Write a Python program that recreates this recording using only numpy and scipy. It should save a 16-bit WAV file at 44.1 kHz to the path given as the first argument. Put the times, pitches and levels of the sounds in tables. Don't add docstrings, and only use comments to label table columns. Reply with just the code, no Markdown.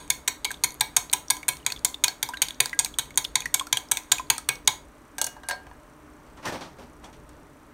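import sys
import numpy as np
from scipy import signal
from scipy.fft import rfft, irfft, next_fast_len
from scipy.io import wavfile
from scipy.ndimage import uniform_filter1d

SR = 44100
rng = np.random.default_rng(int(sys.argv[2]) if len(sys.argv) > 2 else 0)


def how_loud(loudness_db):
    steps = np.asarray(loudness_db, float) / 20
    return 10 ** steps


def master_out(mix):
    frames = np.transpose(np.atleast_2d(mix))
    ceiling = np.clip(frames, -1, 1)
    pcm = np.round(ceiling * 32767).astype(np.int16)
    wavfile.write(sys.argv[1], SR, pcm)


N = 340893

# f/Hz, density/dB
ROOM_TONE = [(26, -5), (42, 5.5), (62, 7.5), (100, -5.5), (140, 1), (210, -8.5), (300, -15), (420, -2),
             (1250, -6.5), (2000, -14.5), (3200, -23), (5000, -28.5), (7000, -35), (9000, -31),
             (10500, -36.5), (16300, -32)]
# f/Hz, width/Hz, level/dB
FRIDGE_LINES = [(247.5, 12, -60), (296.2, 8, -57.5), (305, 45, -59.5), (597, 30, -61.5)]
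# f/Hz, level/dB, t60/s
BOWL_MODES = [(774, -7.5, 0.04), (944, -6.5, 0.11), (1005, 6.5, 0.061), (1624, -16.5, 0.034),
              (1644, 2.5, 0.05), (2215, -10, 0.08), (2480, -7.5, 0.035), (2610, -14.5, 0.036),
              (3230, -8, 0.035), (3500, 0.5, 0.02), (3746, 2.5, 0.019), (3920, -6.5, 0.032),
              (4306, -8.5, 0.03), (4470, 1, 0.012), (5700, -9.5, 0.015), (6593, -8, 0.015),
              (6625, -0.5, 0.012), (7880, -10.5, 0.017), (8270, -2.5, 0.016), (8300, -11, 0.015),
              (9130, -2, 0.016), (2310, -7, 0.081), (10900, -11.5, .025), (12440, -14.5, .02),
              (14000, -26, .02), (14900, -8, 0.01)]
# f/Hz, level/dB, t60/s
UPPER_WALL_MODES = [(2226, 1, .2), (2500, -10, .12), (4370, -6, .22), (4430, -9, .15), (6600, -9, .14)]
# f/Hz, level/dB, t60/s
RIM_MODES = [(590, -13, .2), (755, -5, .22), (894, -12, .18), (1007, -22, .15), (1604, 0, .22),
             (1645, -16, .1), (2223, -15, .2), (2872, -5, .24), (4377, -6, .25), (4460, -9, .16),
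             (5380, -11, .15), (6132, -12, .13), (8059, -18, .13)]

# t/s, peak/dB, pocket f/Hz, tap/dB
SPLASH_EVENTS = [(.078, -41, 9000, 0), (.706, -29.5, 6200, -7), (.721, -30, 10300, -18),
                 (.743, -29, 10800, -17), (.75, -43.5, 1190, 6), (.799, -30.5, 6940, -22),
                 (1.098, -19, 4060, -25.5), (1.115, -31.5, 14000, -5), (1.283, -26.5, 5800, -18),
                 (1.368, -28, 3370, 1), (1.650, -35.5, 4400, -16.5), (1.792, -32.5, 4470, -5.5),
                 (2.289, -21, 5080, -4), (2.372, -24.5, 1933, -18.5), (2.485, -23, 4440, 3.5),
                 (2.507, -15, 3500, -11.5), (2.545, -38, 5800, -13), (2.658, -10, 4580, -2.5),
                 (2.695, -26, 4360, -4), (3.056, -39.5, 2400, -3.5), (3.143, -36, 3300, -8),
                 (3.158, -28.5, 7000, -18.5), (3.244, -18, 4850, -23.5), (3.515, -50, 3570, -6),
                 (3.887, -34, 5190, -14.5), (7.292, -46, 9300, 0)]
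# t/s, peak/dB, pocket f/Hz, tap/dB
AIR_POCKETS = [(0.506, -17.5, 1640, -9), (0.515, -35.5, 4040, 15), (0.542, -25.5, 3600, -31),
               (1.43, -23.5, 2260, -10.5), (1.702, -21.5, 2550, -4), (1.721, -12.5, 4380, -9),
               (1.762, -24.5, 3560, -20.5), (1.943, -15.5, 3600, -35.5), (2.081, -8.5, 4400, -5),
               (2.29, -18.5, 940, -16.5), (2.336, -17.5, 1593, -18.5), (2.371, -21, 4000, -10),
               (2.73, -13.5, 2024, -23), (2.847, -15, 4450, 1.5), (2.94, -26.5, 3320, -18),
               (3.106, -31, 2200, -7), (3.248, -10.5, 3460, -13), (3.405, -21.5, 3500, 1),
               (3.42, -25, 2480, -3), (3.457, -11.5, 1920, -9), (3.596, -10, 3340, -9.5),
               (3.61, -16, 1082, -52.5), (3.669, -28.5, 1380, -1), (3.771, -7.5, 3230, -4.5),
               (3.971, -14.5, 3630, 0.5), (4.183, -18, 2500, -2.5), (4.362, -31.5, 2420, -15),
               (4.381, -25, 1310, 7), (4.555, -32.5, 5500, -6.5)]
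# t/s, peak/dB, pocket f/Hz, tap/dB
FURTHER_POCKETS = [
    (1.628, -41, 2930, -30),
    (1.6, -40.5, 3000, -24.5),
    (2.262, -31, 4150, -26),
    (2.341, -26, 2970, -6),
    (2.732, -29, 1600, -30),
    (2.860, -24, 2300, -32),
    (4.196, -16, 1037, -21),
]
# t/s, peak/dB, pocket f/Hz, tap/dB
DROPLETS_AND_TICKS = [(.572, -37, 3500, -20), (1.569, -34, 5500, 0), (1.775, -28, 3370, -24.5),
                      (1.787, -38.5, 5400, -20), (2.295, -30, 8300, -10.5), (2.328, -38, 3500, -25),
                      (2.486, -26.5, 7300, -25.5), (2.547, -37, 4200, -27), (3.670, -33, 5400, -21),
                      (3.838, -45.5, 9500, -20.5), (4.035, -38.5, 6500, -14.5), (4.098, -49.5, 7040, -22.5),
                      (4.197, -31, 5000, -15.5), (4.270, -40, 4305, -24), (4.366, -30, 4340, -23),
                      (4.660, -42, 5000, -22),
                      (1.534, -30.5, 2700, -5.5), (1.677, -27.5, 3500, -0.5), (3.951, -29.5, 2700, -6),
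               (3.999, -37, 3300, -20), (4.445, -40.5, 3700, -20), (4.65, -47, 6500, -8.5),
               (.62, -55, 8500, -12), (5.157, -51, 2400, -26), (2.748, -37, 10000, -21),
               (2.859, -28, 6500, 2), (3.611, -32, 5000, -6), (2.82, -34, 7200, -21)]
# t/s, peak/dB, f/Hz, tap/dB
BOWL_RINGS = [
    (2.084, -21, 4360, -30),
    (2.292, -30, 1005, -30),
    (2.34, -32, 1610, -30),
    (2.376, -36, 3800, -30),
    (2.734, -29.5, 1620, -30),
    (5.186, -27.5, 1606, -30),
    (5.366, -39, 1604, -30),
    (5.436, -31.5, 1595, -30),
]

# t/s, second tip gap/ms, second tip level/dB
STROKE_TIPS = [(.1013, 2, 4), (.277, 3, 2), (.446, 4.5, 1), (.6375, 5.8, -1), (.8082, 1.8, 1),
               (.965, 2.7, 3), (1.1295, 4.4, 4), (1.302, 3.2, 5), (1.4818, 5.8, 4), (1.664, 6.6, -16),
               (1.848, 4, -6), (2.039, 3.6, 4), (2.228, 1, -1), (2.419, 4.4, -1), (2.6028, 1.4, 2),
               (2.791, 4.6, 0), (2.9865, 7, -5), (3.1752, 3.8, -4), (3.355, 1.2, 3), (3.542, 2.6, 4),
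               (3.7268, 1.6, 4), (3.914, 3.3, 4), (4.1175, 2.2, 5), (4.301, 2.5, -5), (4.4885, 1.3, -4),
               (4.6752, 2.2, 0)]
STROKE_PEAKS = [-5.5, -7, -9, -6.5, -4, -1.5, -3.5, -3, -4.5, -6, -2.5, -2.5, -8, -3, -2, -4, -8, -2.5, -4,
                -3.5, -2, -2, 0, -3, -4.5, -1]
# f/Hz, level/dB, f/Hz, level/dB, lowest modes/dB
STROKE_PLACES = [(2140, 11.5, 3450, 8, -0.5), (2550, -6, 17000, 3, -26.5), (2270, 7, 6800, -27, 7.5),
                 (3725, 4, 9200, 4, 1), (1900, 13.5, 4400, -2.5, 11), (3540, -2, 4000, -5.5, 1),
                 (2270, 3.5, 3400, -14, 7), (2220, 8, 6600, -6, 4), (1600, -1, 8000, -12, -17),
                 (2740, -5.5, 9200, 8, -2.5), (2860, -11.5, 7300, 7.5, 1.5), (2550, 12.5, 22000, 0.5, 1.5),
                 (3000, -6.5, 6700, -4, 4), (3800, 2.5, 2900, -1, 0.5), (2200, 1.5, 13000, 8.5, 1),
                 (2550, 7, 8600, 8, 1.5), (3200, 3.5, 9300, -3, 1), (3210, 5.5, 4800, 1, 6),
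                 (4400, 4.5, 5800, -3, 5), (2300, 6, 2700, 1.5, -3.5), (2300, 12.5, 6000, 8, 3.5),
                 (3270, 7.5, 9200, 4, 6), (4400, -5, 7400, 4, -1), (2550, 5, 3700, -9.5, 5),
                 (3650, -6, 6700, -16, -21), (3800, 5, 2230, 4.5, 8.5)]
# f/Hz, level/dB, treble/dB
STROKE_SLANTS = [(4900, 10, 3.5), (4400, -1, 6), (5700, 1, -1.5), (5600, -8, 2), (3770, 7.5, 4.5),
                 (3730, 3.5, 2), (4400, 0, 3.5), (2550, 2, 3.5), (1823, -7, 0.5), (1600, -7, -2),
                 (3600, 2.5, 4.5), (9220, -1, 4.5), (2200, -2.5, 8.5), (3020, 10.5, 4.5), (5700, -10, -2.5),
                 (12500, 2, 0.5), (3116, 6, 0.5), (3150, 0, 7.5), (4400, 5, -6.5), (2500, -1, 1),
                 (3180, 8.5, -2.5), (2230, 7, 1), (6740, 2, 2.5), (2200, -5.5, -0.5), (2500, 10, -1.5),
                 (6500, 3.5, -1.5)]
# t/s, peak/dB, low modes/dB, high modes/dB
RIM_KNOCKS = [(5.183, -15.5, -7.5, -1), (5.215, -5.5, -1, 9), (5.243, -13.5, -1, 12),
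              (5.266, -18.5, -12, 26), (5.27, -21.5, 0, -6), (5.365, -35, 14, -26), (5.434, -31, 10, -25),
              (5.487, -13.5, 5, -10.5), (5.497, -19.5, -2, -3), (5.51, -11, 5.5, -9.5),
              (5.52, -26, 7, -18.5), (5.53, -27, 13, -20), (5.561, -44, 3, -14), (5.668, -36, 17, -21),
              (5.713, -33.5, 22.5, -26.5)]
# f/Hz, level/dB, f/Hz, level/dB, lowest modes/dB
RIM_PLACES = [(3000, -7, 5000, 5, 9), (2500, -8, 3400, 10, 7), (4400, 13, 3000, -18, 7),
              (5400, 3, 2900, -14, 0), (4400, -3, 3700, -8, -20), (4400, -4, 1800, -10, 14),
              (1600, 5, 4300, -9, 1), (9800, 19.5, 2020, 10.5, 4), (1600, 16, 4540, 4, -9),
              (1600, -3, 5000, 12, 1), (1600, 7, 6200, 4, 4), (1600, -6, 5000, -3, -2),
              (1600, -6, 8000, -3, 0), (1600, 0, 2940, 9, -1), (1600, -3, 4400, 0, -4)]

# t/s, level/dB, held/s, treble/dB
FAR_SCRAPES = [
    (6.274, -61, 0.014, -4),
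    (6.381, -47.5, 0.0091, -18),
    (6.453, -35.5, 0.048, -6.5),
    (6.53, -33.5, 0.0096, -6.5),
    (6.616, -38.5, 0.023, -13),
    (6.795, -49.5, 0.025, -7.5),
    (7.04, -44, 0.0041, -15),
    (7.295, -65, 0.0054, 2),
]
# f/Hz, density/dB
SCRAPE_BODY = [(47, -39), (80, -5), (363, -1), (464, -26.5), (520, 0.5), (665, -5.5), (899, -2),
               (980, -2.5), (2500, -19.5), (3250, -48), (5500, -120)]
# f/Hz, density/dB
SCRAPE_RUSTLE = [(1290, -6), (2200, -1), (4760, -4), (5570, -8), (7330, -24), (8300, -14), (10600, -28),
                 (14400, -24), (16000, -26)]
# t/s, peak/dB, f/Hz, fade/ms, treble/dB
FAR_HITS = [
    (6.373, -43, 3030, 25, -20),
    (6.428, -37, 2000, 30, -24),
    (6.454, -21, 1500, 37, -15.5),
    (6.485, -22.5, 438, 8.4, -25),
    (6.523, -24, 570, 17, -25),
    (6.608, -32, 1020, 42, -19),
    (6.609, -34.5, 4130, 45, -30),
    (6.785, -35, 490, 58, -25),
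    (7.041, -41, 3400, 25, -15),
    (7.128, -44.5, 3330, 34, -18),
]
# t/s, peak/dB, f/Hz, tap/dB
FAR_OBJECT_RINGS = [
    (6.456, -36, 5600, -30),
    (6.460, -35, 1217, -30),
    (6.472, -23, 1794, -30),
    (6.480, -34, 5480, -30),
    (6.527, -36, 1098, -30),
    (6.615, -35, 4050, -30),
    (6.617, -43, 1000, -30),
    (7.042, -40, 3320, -27),
    (7.043, -50, 5700, -33),
]
# f/Hz, level/dB
ROOM_TAIL = [(300, 10), (1000, 4), (3000, -1), (6000, -2), (10000, -6), (16000, 0.5)]
# f/Hz, level/dB
MIC_RESPONSE = [(4700, -1.5), (5250, -1.5), (5800, 5), (9700, 3), (10500, 0.5), (11400, 5), (15650, -2.5),
                (16000, -16.5), (17000, -23.5), (17200, -59.5)]

ROOM_TONE_DB = -50
LENS_HZ, LENS_START_S, LENS_SHIFT_S = 30.0, .0005, 5.16
BOWL_T60_S, SCATTER_DB = .065, 1.6
STIR_DB, STIR_ENDS_S, STIR_FADE_S = -64, 4.4, .05
EARLIER_DB, EARLIER_FADE_S = 12, .045
POCKET_CYCLES, SPLASH_CYCLES, SHORTEST_MS = 54, 8.1, 3.4
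RING_CYCLES, FAR_RING_CYCLES = 310, 220
UPPER_STROKE_DB, UPPER_TAP_DB = -19.0, -18.0
ROOM_DB, ROOM_T60_S = -11.5, 0.27
GROUP_SHARPNESS, LOWEST_HZ, TREBLE_HZ = 9.7, 880, 7000
STROKE_LOW_DB, STROKE_HIGH_DB, LOW_PER_DB, HIGH_PER_DB = -12.5, 4, 0.58, 0.51
LAID_GAP_MS, LAID_SECOND_DB = 1.9, -12.5
FAR_RISE_DB_S, FAR_FADE_DB_S = 604, 183
BOWL_CUT_HZ, RIM_CUT_HZ = 725, 540
THUD_HZ, THUD_WIDTH_HZ, THUD_DB = 136, 14, 17
CEILING = .92


def level(x, db):
    return x * how_loud(db) / np.sqrt(np.mean(x ** 2))


def colour(x, points):
    hz, db = np.transpose(points)
    size = next_fast_len(len(x), True)
    f = np.maximum(np.arange(size // 2 + 1) * SR / size, 1)
    gain = how_loud(np.interp(np.log(f), np.log(hz), db))
    return irfft(rfft(x, size) * gain, size)[:len(x)]


def walk(rate):
    k = int(SR / rate)
    held = np.repeat(rng.standard_normal(N // k + 1), k)
    return uniform_filter1d(uniform_filter1d(held, k), k)[:N]


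def add(out, s, sound, peak_db):
    i = int(s * SR)
    part = sound[:N - i]
    out[i:i + len(part)] += part * how_loud(peak_db) / np.max(np.abs(sound))


def room_tone():
    low = colour(colour(rng.standard_normal(N), ROOM_TONE), [(400, 5.5), (900, -14.0)])
    high = colour(colour(rng.standard_normal(N), ROOM_TONE), [(400, -14.5), (900, 4.0)])
    low *= how_loud(np.clip(9.0 * walk(5.1), -2, 2))
    high *= how_loud(0.7 * walk(1.2))
    return level(low + high, ROOM_TONE_DB)


def fridge():
    out = np.zeros(N)
    for hz, width, db in FRIDGE_LINES:
        line = signal.lfilter(*signal.iirpeak(hz, hz / width, SR), rng.standard_normal(N))
        out += level(line, db)
    return out


def lens_motor():
    out = np.zeros(N)
    count = int(N / SR * LENS_HZ)
    jitter = rng.standard_normal((count, 2))
    fade = np.exp(-np.arange(300) / (0.0014 * SR))
    casing = [(3500, -40.5), (5500, 2), (6500, -6), (7900, 3.5), (8800, 2.5), (9400, 6.5), (10500, -22.5)]
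    for k, noise in enumerate(rng.standard_normal((count, 300))):
        step = k + .5 * (k < LENS_SHIFT_S * LENS_HZ)
        at = abs(LENS_START_S + step / LENS_HZ + 0.0011 * jitter[k, 0])
        add(out, at, colour(noise * fade, casing), -55.5 + np.clip(1.5 * jitter[k, 1], -3, 3))
    return out


def ring(modes, low_db, high_db, chance, longest_s, size=4000, spread=1):
    hz, db, t60 = np.transpose(modes)[:, :, None]
    t = np.arange(size) / SR
    tilt = np.interp(np.log(hz), np.log([1500, 2444, 4900, 5800]), [low_db, 0, 0, high_db])
    weight = how_loud(db + tilt + SCATTER_DB * chance[0, :len(hz), None])
    phase = 2 * np.pi * hz * (1 + spread * .007 * chance[1, :len(hz), None]) * t
    t60 = np.minimum(t60, longest_s * np.sqrt(1500 / hz))
    return np.sum(weight * np.sin(phase) * np.exp(-np.log(1000) * t / t60), axis=0)


def stir():
    t = np.arange(N) / SR
    wall = ring(BOWL_MODES, -7.5, -1.5, np.zeros((2, 30)), BOWL_T60_S, size=3000)
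    flow = rng.standard_normal(N) * how_loud(3.3 * walk(27))
    flow *= np.exp(-np.maximum(t - STIR_ENDS_S, 0) / STIR_FADE_S)
    flow *= 1 + how_loud(EARLIER_DB) * np.exp(-t / EARLIER_FADE_S)
    return level(signal.fftconvolve(flow, wall)[:N], STIR_DB)


def even(burst, share):
    f = rfft(burst)
    size = np.abs(f) + 1e-9
    fade = np.clip(np.linspace(2, -2, len(burst)), 0, 1) ** 2
    flatten = (np.sqrt(np.mean(size ** 2)) / size) ** share
    return fade * irfft(f * flatten, len(burst))


def crack(noise, low_db, high_db, ms):
    shade = [(500, low_db - 16.0), (1000, low_db - 0.5), (2300, 8.0), (2750, -10.5), (3500, 8.0), (4500, 5.0),
             (5300, high_db - 7.5), (6700, high_db + 3.5), (7500, high_db - 1.5), (8500, high_db),
             (10500, high_db - 5.5), (16000, high_db - 8.0)]
    t = np.arange(len(noise)) / SR * 1000
    return colour(even(noise * np.exp(-t / ms), 0.88), shade) * np.exp(-t / (3 * ms))


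def chatter(gap_ms, second_db, grit, skid_ms, skid_db, drag_ms, drag_db):
    t = np.arange(len(grit)) / SR * 1000
    late = t - gap_ms
    second = how_loud(second_db)
    skid = np.exp(-t / skid_ms) + second * (late > 0) * np.exp(-np.abs(late) / skid_ms)
    drag = grit * how_loud(drag_db) * np.exp(-t / drag_ms)
    force = even(grit * how_loud(skid_db) * skid, 0.99) + drag
    force[0] += 1
    force[np.argmax(late >= 0)] -= second
    return force


def pops(table, cycles, steady=1):
    pockets, taps, t = np.zeros(N), np.zeros(N), np.arange(3000) / SR
    draws = rng.standard_normal((len(table), 3060))
    chances, grits = draws[:, :60].reshape(-1, 2, 30), draws[:, 60:]
    for (s, db, hz, tap_db), chance, grit in zip(table, chances, grits):
        t60 = SHORTEST_MS / 1000 + cycles / hz
        shape = (1 - np.exp(-t * 1000 / 0.96)) * np.exp(-np.log(1000) * t / t60)
        wobble = 4e-5 * steady * hz * np.cumsum(grit)
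        add(pockets, s, shape * np.sin(2 * np.pi * hz * t + wobble), db - 6.0)
        body = np.pad(ring(BOWL_MODES, -7.0, 1.3, chance, BOWL_T60_S / 2, size=2000), (0, 2000))
        body += how_loud(UPPER_TAP_DB) * ring(UPPER_WALL_MODES, 0, 0, 2 * chance, 1, spread=0.48)
        body[:1000] += how_loud(14.5) * crack(grit[:-1001:-1], -13.5, 1.5, 0.97)
        force = chatter(1.0, -11.0, grit, skid_ms=0.86, skid_db=-17.5, drag_ms=16.0, drag_db=-32)
        add(taps, s, signal.fftconvolve(body, force), db + tap_db + 1.5)
    return np.array([pockets, taps])


def room(x):
    t = np.arange(SR // 2) / SR
    noise = colour(rng.standard_normal(len(t)), ROOM_TAIL)
    dull = colour(noise, [(2500, -9.5), (6000, -18.5)])
    tail = dull * np.exp(-np.log(1000) * t / ROOM_T60_S)
    tail += (noise - dull) * np.exp(-np.log(1000) * t / (0.89 * ROOM_T60_S))
    tail *= 1 - np.exp(-t / 0.0078)
    return signal.fftconvolve(x, tail * how_loud(ROOM_DB) / np.sqrt(np.sum(tail ** 2)))[:N]


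def favour(x, hz, db):
    band = signal.lfilter(*signal.iirpeak(hz, GROUP_SHARPNESS, SR), x)
    return x + (how_loud(db) - 1) * band


def land(x, place):
    for hz, db in (place[:2], place[2:4], (LOWEST_HZ, place[4]), place[5:7]):
        x = favour(x, hz, db)
    treble = signal.lfilter(*signal.butter(1, TREBLE_HZ, "high", fs=SR), x)
    return x + (how_loud(place[7]) - 1) * treble


def knocks(table, places, low_db, high_db, crack_db, crack_ms, contact, wash_db, wash_ms, rim_db=None):
    out, t = np.zeros(N), np.arange(8000) / SR * 1000
    chances = rng.standard_normal((len(table), 2, 30))
    grits = rng.standard_normal((len(table), 8000))
    wall = ring(BOWL_MODES, -1.5, -7.0, np.zeros((2, 30)), BOWL_T60_S / 5, size=1500)
    wall[0] += how_loud(10.5)
    for (s, db, low, high, gap_ms, second_db), place, chance, grit in zip(table, places, chances, grits):
        low, high = low + low_db, high + high_db
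        body = ring(BOWL_MODES, low, high, chance, BOWL_T60_S)
        if rim_db is None:
            body += how_loud(UPPER_STROKE_DB) * ring(UPPER_WALL_MODES, 0, 0, 2 * chance, 1, spread=0.49)
        else:
            body = np.pad(body, (0, 11000 - len(body)))
            body += how_loud(rim_db) * ring(RIM_MODES, low / 2, 0, chance, 1, size=11000, spread=0)
        body[:1000] += how_loud(crack_db) * crack(grit[:-1001:-1], low, high, crack_ms)
        force = chatter(gap_ms, second_db, grit[:3000], **contact)
        add(out, s, signal.fftconvolve(land(body, place), force), db)
        slosh = grit[::-1] * (1 - np.exp(-t / 12.0)) * np.exp(-t / wash_ms)
        add(out, s, land(signal.fftconvolve(wall, slosh), place), db + wash_db)
    return out


def whisking():
    strokes = [(s, db, LOW_PER_DB * db, HIGH_PER_DB * db, gap_ms, second_db)
               for (s, gap_ms, second_db), db in zip(STROKE_TIPS, STROKE_PEAKS)]
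    contact = dict(skid_ms=1.84, skid_db=-11.5, drag_ms=2.5, drag_db=-25.5)
    return knocks(strokes, np.hstack([STROKE_PLACES, STROKE_SLANTS]), STROKE_LOW_DB, STROKE_HIGH_DB,
                  crack_db=14.45, crack_ms=0.82, contact=contact, wash_db=-18.5, wash_ms=8.4)


def sticks_laid_down():
    rests = [tuple(row) + (LAID_GAP_MS, LAID_SECOND_DB) for row in RIM_KNOCKS]
    places = [tuple(row) + (1005, -9.0, 0.1) for row in RIM_PLACES]
    contact = dict(skid_ms=3.5, skid_db=-16.0, drag_ms=0.5, drag_db=-26.5)
    return knocks(rests, places, 0.53, 1.0, crack_db=25.2, crack_ms=0.57, contact=contact,
                  wash_db=-29.0, wash_ms=11.5, rim_db=-0.39)


def far_object():
    s, db, held, treble_db = np.transpose(FAR_SCRAPES)[:, :, None]
    t = np.arange(N) / SR
    body = level(colour(rng.standard_normal(N), SCRAPE_BODY), 0)
    rustle = level(colour(rng.standard_normal(N), SCRAPE_RUSTLE), 0)
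    scrape_db = db - FAR_RISE_DB_S * np.maximum(s - t, 0) - FAR_FADE_DB_S * np.maximum(t - s - held, 0)
    out = body * how_loud(scrape_db.max(axis=0)) + rustle * how_loud((scrape_db + treble_db).max(axis=0))
    out *= how_loud(2.2 * walk(60))
    tail_ms = np.arange(6000) / SR * 1000
    for (at, peak_db, hz, ms, top_db), noise in zip(FAR_HITS, rng.standard_normal((len(FAR_HITS), 6000))):
        wide = colour(noise, [(hz / 6, -16), (hz / 5.7, -5), (hz, -.5), (hz * 1.3, -6),
                              (hz * 2.0 + 2500, top_db), (16000, top_db - 17)])
        add(out, at, wide * np.exp(-tail_ms / ms), peak_db)
    return out + pops(FAR_OBJECT_RINGS, FAR_RING_CYCLES)[0]


def scene():
    whisk, laid = whisking(), sticks_laid_down()
    pockets, taps = (pops(AIR_POCKETS, POCKET_CYCLES) + pops(SPLASH_EVENTS, SPLASH_CYCLES)
                     + pops(FURTHER_POCKETS, POCKET_CYCLES) + pops(DROPLETS_AND_TICKS, SPLASH_CYCLES))
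    bowl_cut = signal.butter(8, BOWL_CUT_HZ, "high", fs=SR, output="sos")
    rim_cut = signal.butter(8, RIM_CUT_HZ, "high", fs=SR, output="sos")
    low_band = signal.butter(2, [390, 560], "band", fs=SR, output="sos")
    near = signal.sosfilt(bowl_cut, whisk + taps) + signal.sosfilt(rim_cut, laid)
    near += how_loud(-4.5) * signal.sosfilt(low_band, whisk + laid)
    worktop = signal.iirpeak(THUD_HZ, THUD_HZ / THUD_WIDTH_HZ, SR)
    near += how_loud(THUD_DB) * signal.lfilter(*worktop, np.abs(whisk) / 20)
    close = near + pockets + room(near + how_loud(-8.5) * pockets)
    close += pops(BOWL_RINGS, RING_CYCLES, steady=.2)[0] + stir()
    return (close + far_object() + room_tone() + fridge() + lens_motor())[None]


def band_limit(x):
    return signal.sosfilt(signal.butter(12, 17140, fs=SR, output="sos"), x)


def record(dry):
    heard = np.clip(colour(dry[0], MIC_RESPONSE), -CEILING, CEILING)
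    return band_limit(heard[None])


dry = scene()
out = record(dry)
master_out(out)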